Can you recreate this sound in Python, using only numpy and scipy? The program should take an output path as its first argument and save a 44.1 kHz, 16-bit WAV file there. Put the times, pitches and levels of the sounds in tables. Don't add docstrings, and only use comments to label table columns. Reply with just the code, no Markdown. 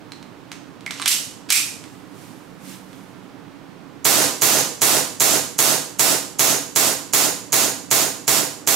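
import sys
import numpy as np
from scipy import signal
from scipy.fft import rfft, irfft, next_fast_len
from scipy.io import wavfile
from scipy.ndimage import uniform_filter1d

SR = 44100
rng = np.random.default_rng(int(sys.argv[2]) if len(sys.argv) > 2 else 0)


def master(y):
    cut = np.clip(np.atleast_2d(y).T, -1, 1)
    pcm = np.round(cut * 32767)
    wavfile.write(sys.argv[1], SR, pcm.astype(np.int16))


N = 385875

# frequency in Hz, relative level in dB.
AIR_SPECTRUM = [(15, -47.5), (25, -11), (64, -19), (108, -1.5), (190, 2.5), (217, -4), (285, 6),
                (335, -2.5), (531, -7), (575, -9.5), (887, -9), (1370, -12.5), (1560, -14.5), (3720, -23),
                (16000, -41)]
CLOTH_SPECTRUM = [(500, -11), (2000, -2), (4000, -3.5), (7000, -3), (11500, -5.5), (16000, -18)]
# start in seconds, level in dB, decay time in seconds.
SLEEVE_BRUSHES = [(1.75, -54, 0.23), (2.08, -50, .19), (2.565, -41.5, .06), (2.801, -55.5, 0.26)]
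# delay in seconds, relative gain.
REFLECTIONS = [(.0012, .6), (.0050, 0.29), (.0093, 0.38), (.0125, -0.34), (0.0146, 0.43), (0.022, 0.13)]
# frequency in Hz, T60 in seconds.
REVERB_TIMES = [(60, 0.32), (150, 0.62), (400, 0.59), (1000, 0.5), (2800, 0.49), (7000, 0.52),
                (11000, 0.45), (16000, 0.35)]
# frequency in Hz, relative level in dB, T60 in seconds.
STANDING_WAVES = [(138.9, -8, 0.79), (150.1, 2, 0.69), (279, 0.5, 0.51), (337.7, -2.5, 0.54),
                  (408, -10, 0.94), (668, 8.5, 0.34), (772, -23.5, 0.38), (840, -17, 0.33),
                  (878, 0.5, 0.26), (1078, 7.5, 0.46), (1610, -12, 0.74)]
METAL_MODES = [(2406, -12.5, 0.84), (2550, -7, 0.72), (2960, -4, .25), (3210, -12, 1), (4517, -22, 0.233),
               (4770, -26, 0.37), (5560, -12, .19), (6077, -14.5, 0.218), (6515, -15, .2),
               (6600, -11, 0.17), (7240, -13.5, .35), (7560, 22.5, 0.26), (8400, 20.5, 0.2),
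               (8500, -10, 0.227), (9458, -8.5, .23), (11190, -11, .2)]
# frequency in Hz, coherence from 0 to 1.
COHERENCE = [(60, 0.2), (200, 0.27), (600, 0.53), (1400, 0.43), (7000, 0.35), (15000, 0.23)]
# frequency in Hz, level in dB relative to the right.
LEFT_BALANCE = [(60, -4), (110, -9), (200, -14), (380, -10), (700, -7.5), (1300, -6.5), (2400, -5.5),
                (8000, -5.5), (9800, -2), (11200, -1), (11900, -18), (16000, -24)]
# start in seconds, level in dB, main resonance in Hz, its lift in dB.
LOADING_KNOCKS = [(0.1196, -28, 4140, 14), (0.227, -37, 4130, 7), (0.5164, -25.5, 2590, 2),
                  (0.5252, -31.5, 6400, 15), (0.808, -38, 3800, 7), (0.8624, -19, 2150, 18),
                  (0.908, -19.5, 3650, 5), (0.9976, -21, 1126, 17), (1.0170, -21, 8660, 20),
                  (1.0231, -20, 3870, 10), (1.058, -10.5, 3400, 7), (1.078, -1, 2950, 5.5),
                  (1.5028, -4, 2390, 0), (1.5222, -0.5, 2410, 11), (1.839, -33, 3500, 4),
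                  (2.93, -40, 3420, 11)]
# start in seconds, length in seconds, level in dB, rise over the stroke in dB.
LOADING_SCRAPES = [(.91, 0.19, -40.5, 8), (1.489, 0.011, -32, 11)]
# frequency in Hz, relative dB.
KNOCK_SPECTRUM = [(100, -31), (700, -16), (1300, -5.5), (1700, -4), (2500, 0), (4200, 0), (5500, 1),
                  (7300, -1), (8300, 0), (9500, -4), (11500, -3), (13000, -13), (16000, -17)]
CLACK_SPECTRUM = [(300, -29), (2000, -16), (4500, -11), (5800, -1), (6700, 12.5), (7500, 5), (9000, -7.5),
                  (11500, 4), (16000, -39)]
BLAST_SPECTRUM = [(30, -2), (65, -19), (105, -1), (150, 0), (200, -2), (280, 5.5), (400, 3.5), (570, 6.5),
                  (1100, 3.5), (1800, 1.5), (3000, 1.5), (7000, 4.5), (12000, 2.5), (16000, -1.5)]
# nominal delay after the blast in seconds, relative level in dB.
SLIDE_CYCLE = [(.0005, 6.5), (.0095, 0), (0.0152, 0.5), (0.0225, -4), (0.038, 0)]
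# time of the blast in seconds, level of the hammer click in dB.
SHOT_SEQUENCE = [(4.0519, -14), (4.4195, -17), (4.8178, -23), (5.2052, -10), (5.5890, -15), (5.9944, -32),
                 (6.3939, -22), (6.7603, -26), (7.1349, -33), (7.5282, -14), (7.9123, -22), (8.279, -36),
                 (8.674, -32)]

COLD_DB, WARM_DB, COOLING_SHOTS = -3.5, 12, 4.5
SLIDE_DB_PER_GAS_DB, SLIDE_TOP_DB, FIRST_SLIDE_DB = 2.1, 3, -20
CONTACT_S, RATTLE_S = 0.0021, 0.0054
GENTLE_TILT_DB, FORCE_TILT_DB = -5.5, 9


def amp(db):
    return 10 ** (np.asarray(db) / 20)


def unit_rms(x):
    return x / np.sqrt(np.mean(x ** 2) + 1e-20)


def curve_at(points, hz):
    frequencies, values = np.transpose(points)
    return np.interp(np.log(hz + 1), np.log(frequencies + 1), values)


def add(mix, start_s, sound):
    part = mix[round(start_s * SR):][:len(sound)]
    part += sound[:len(part)]


def convolve(x, response):
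    return signal.fftconvolve(np.atleast_2d(x), np.atleast_2d(response), axes=1)[:, :N]


def colour(db_at, size=4096):
    log_gain = np.log(amp(db_at(abs(np.fft.fftfreq(size, 1 / SR)))))
    spectrum = np.exp(np.conj(signal.hilbert(log_gain)))
    response = np.fft.ifft(spectrum).real[:size // 2]
    return response / np.linalg.norm(response)


def burst(decay_s):
    age = np.arange(int(7 * decay_s * SR) + 2) / (decay_s * SR)
    white = np.random.default_rng(rng.integers(2 ** 30)).standard_normal(len(age))
    rush = white * np.exp(-age) * (1 - np.exp(-10 * age))
    for _ in range(4):
        phase = np.angle(rfft(rush, 2 * len(age)))
        rush = irfft(np.exp(1j * phase))[:len(age)]
    return rush * np.sqrt(decay_s * SR / 2)


def ring(modes):
    t = np.arange(SR) / SR
    sound = sum(amp(db - 60 * t / t60) * np.sin(2 * np.pi * (hz * t + rng.random()))
                for hz, db, t60 in modes)
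    return sound / np.linalg.norm(sound)


def swell(start_s, rise_s, decay_s):
    age = np.arange(N) / SR - start_s
    rise = np.sin(np.pi / 2 * np.clip(age / rise_s, 0, 1)) ** 2
    return rise * np.exp(-np.maximum(age - rise_s, 0) / decay_s)


def diffuse(pair):
    common, separate = rfft(pair)
    coherence = np.clip(curve_at(COHERENCE, np.fft.rfftfreq(pair.shape[1], 1 / SR)), 0, 1)
    left = coherence * common + np.sqrt(1 - coherence ** 2) * separate
    return irfft([left, common], pair.shape[1])


def diffuse_noise(spectrum):
    white = diffuse(rng.standard_normal((2, N)))
    gain = amp(curve_at(spectrum, np.fft.rfftfreq(N, 1 / SR)))
    return unit_rms(irfft(rfft(white) * gain, N))


def hum(pitch_hz=188, waver_hz=4, peak_db=-48.5):
    waver = unit_rms(uniform_filter1d(rng.standard_normal(N), size=4000))
    tone = unit_rms(np.sin(2 * np.pi * np.cumsum(pitch_hz + waver_hz * waver) / SR))
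    return amp(peak_db) * swell(start_s=2.57, rise_s=0.1, decay_s=0.8) * tone


def sleeves(rise_s=0.17):
    rubbing = sum(amp(db) * swell(start_s, rise_s, decay_s) for start_s, db, decay_s in SLEEVE_BRUSHES)
    return rubbing * diffuse_noise(CLOTH_SPECTRUM)


def reverberation(build_s=0.0014, modes_db=-22, lowest_hz=85):
    t = np.arange(SR) / SR
    density = np.minimum(0.13 + 8 * t, 1)
    arrivals = rng.standard_normal((2, SR)) * (rng.random((2, SR)) < density)
    hz, age, bands = signal.stft(diffuse(arrivals) / np.sqrt(density), SR, nperseg=256)
    decay = amp(-60 * age / curve_at(REVERB_TIMES, hz)[:, None])
    tail = signal.istft(bands * decay, SR, nperseg=256)[1][:, :SR]
    bass_cut = signal.butter(2, lowest_hz, "high", fs=SR, output="sos")
    tail = signal.sosfilt(bass_cut, tail)
    rise = 1 - np.exp(-(t / build_s) ** 2)
    return rise * (tail / np.linalg.norm(tail[1]) + amp(modes_db) * ring(STANDING_WAVES))


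def room(x, tail, early_db, tail_db):
    response = amp(tail_db) * tail
    response[:, 0] += 1
    for delay_s, gain in REFLECTIONS:
        for side in response:
            side[round((delay_s + rng.uniform(0, 0.0002)) * SR)] += amp(early_db) * gain
    return convolve(x, response)


def metal(blows, ring_db):
    return blows + amp(ring_db) * convolve(blows, ring(METAL_MODES))[0]


def knocks(width_hz=230):
    blows = np.zeros(N)
    for start_s, db, resonance_hz, lift_db in LOADING_KNOCKS:
        force = amp(db)
        tilt_db = GENTLE_TILT_DB + FORCE_TILT_DB * force
        contact = colour(lambda hz: curve_at(KNOCK_SPECTRUM, hz)
                         + tilt_db * np.log2(np.maximum(hz, 1000) / 1000)
                         + lift_db / (1 + ((hz - resonance_hz) / width_hz) ** 2))
        rattle = burst(CONTACT_S + RATTLE_S * force)
        add(blows, start_s, force * signal.fftconvolve(rattle, contact))
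    return blows


def scrapes():
    friction = np.zeros(N)
    contact = colour(lambda hz: curve_at(KNOCK_SPECTRUM, hz) - hz / 1000)
    for start_s, length_s, db, rise_db in LOADING_SCRAPES:
        catches = rng.standard_normal(SR)[:round(length_s * SR)] ** 3
        push = amp(np.linspace(0, rise_db, len(catches)))
        add(friction, start_s, amp(db) * signal.fftconvolve(unit_rms(push * catches), contact))
    return friction


def firing(hammer_lead_s=0.0054, sear_lead_s=0.0086, sear_db=-27, muzzle_db=4, vent_db=-13, clack_db=-2):
    gas, blows = np.zeros((2, N))
    muzzle_pulse = burst(decay_s=0.0018)
    for fired, (shot_s, hammer_db) in enumerate(SHOT_SEQUENCE):
        gas_db = COLD_DB + WARM_DB * np.exp(-fired / COOLING_SHOTS)
        slide_db = min(SLIDE_DB_PER_GAS_DB * gas_db, SLIDE_TOP_DB) if fired else FIRST_SLIDE_DB
        add(blows, shot_s - sear_lead_s, amp(sear_db) * burst(decay_s=0.019))
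        add(blows, shot_s - hammer_lead_s, amp(hammer_db) * burst(decay_s=0.001))
        add(gas, shot_s, amp(gas_db + muzzle_db) * muzzle_pulse)
        add(gas, shot_s + 0.009, amp(gas_db + vent_db) * burst(decay_s=0.0081))
        for delay_s, db in SLIDE_CYCLE:
            impact_s = shot_s + delay_s * rng.uniform(0.93, 0.98)
            add(blows, impact_s, amp(slide_db + db + clack_db) * burst(decay_s=0.0012))
    blast = convolve(gas, colour(lambda hz: curve_at(BLAST_SPECTRUM, hz)))[0]
    clack = convolve(blows, colour(lambda hz: curve_at(CLACK_SPECTRUM, hz)))[0]
    return blast, metal(clack, ring_db=-30)


def scene(air_db=-42):
    tail = reverberation()
    blast, clack = firing()
    blasts = room(blast, tail, early_db=-7.5, tail_db=10.5)
    clacks = room(clack, tail, early_db=1.5, tail_db=-1.0)
    handling = metal(knocks() + scrapes(), ring_db=-25.5)
    loading = room(handling, tail, early_db=-6.0, tail_db=-1.5)
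    background = hum() + amp(air_db) * diffuse_noise(AIR_SPECTRUM) + sleeves()
    return background + loading + clacks + blasts


def smoothed(x, time_constant_s):
    pole = np.exp(-1 / (time_constant_s * SR))
    return signal.lfilter([1 - pole], [1, -pole], x)


def limiter(x, threshold_db=-14, ratio=14, attack_s=0.0006, ahead_s=0.00014,
            settle_s=0.011, overshoot_db=2, recovery_db_per_s=330):
    t = np.arange(N) / SR
    power = smoothed((x ** 2).mean(0), attack_s)
    over_db = np.maximum(10 * np.log10(power + 1e-12) - threshold_db, 0)
    recovery_db = t * recovery_db_per_s
    held_db = np.maximum.accumulate(over_db + recovery_db) - recovery_db
    goal_db = held_db * (1 - 1 / ratio)
    duck_db = np.clip(smoothed(goal_db, settle_s), goal_db - overshoot_db, goal_db)
    advanced_db = np.interp(t + ahead_s, t, duck_db)
    return x / amp(uniform_filter1d(advanced_db, size=16))


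def record(dry, saturation=0.85, band_edge_hz=15800):
    padded = next_fast_len(N + SR, True)
    left = amp(curve_at(LEFT_BALANCE, np.fft.rfftfreq(padded, 1 / SR)))
    balance = np.array([left, np.ones_like(left)]) * 2 / (1 + left)
    heard = irfft(rfft(dry, padded) * balance, padded)[:, :N]
    limited = limiter(heard)
    rounded = limited / (1 + (limited / saturation) ** 4) ** 0.25
    low_pass = signal.firwin(511, band_edge_hz, window=("kaiser", 9), fs=SR)
    return signal.oaconvolve(rounded, low_pass[None], "same")


dry = scene()
out = record(dry)
master(out)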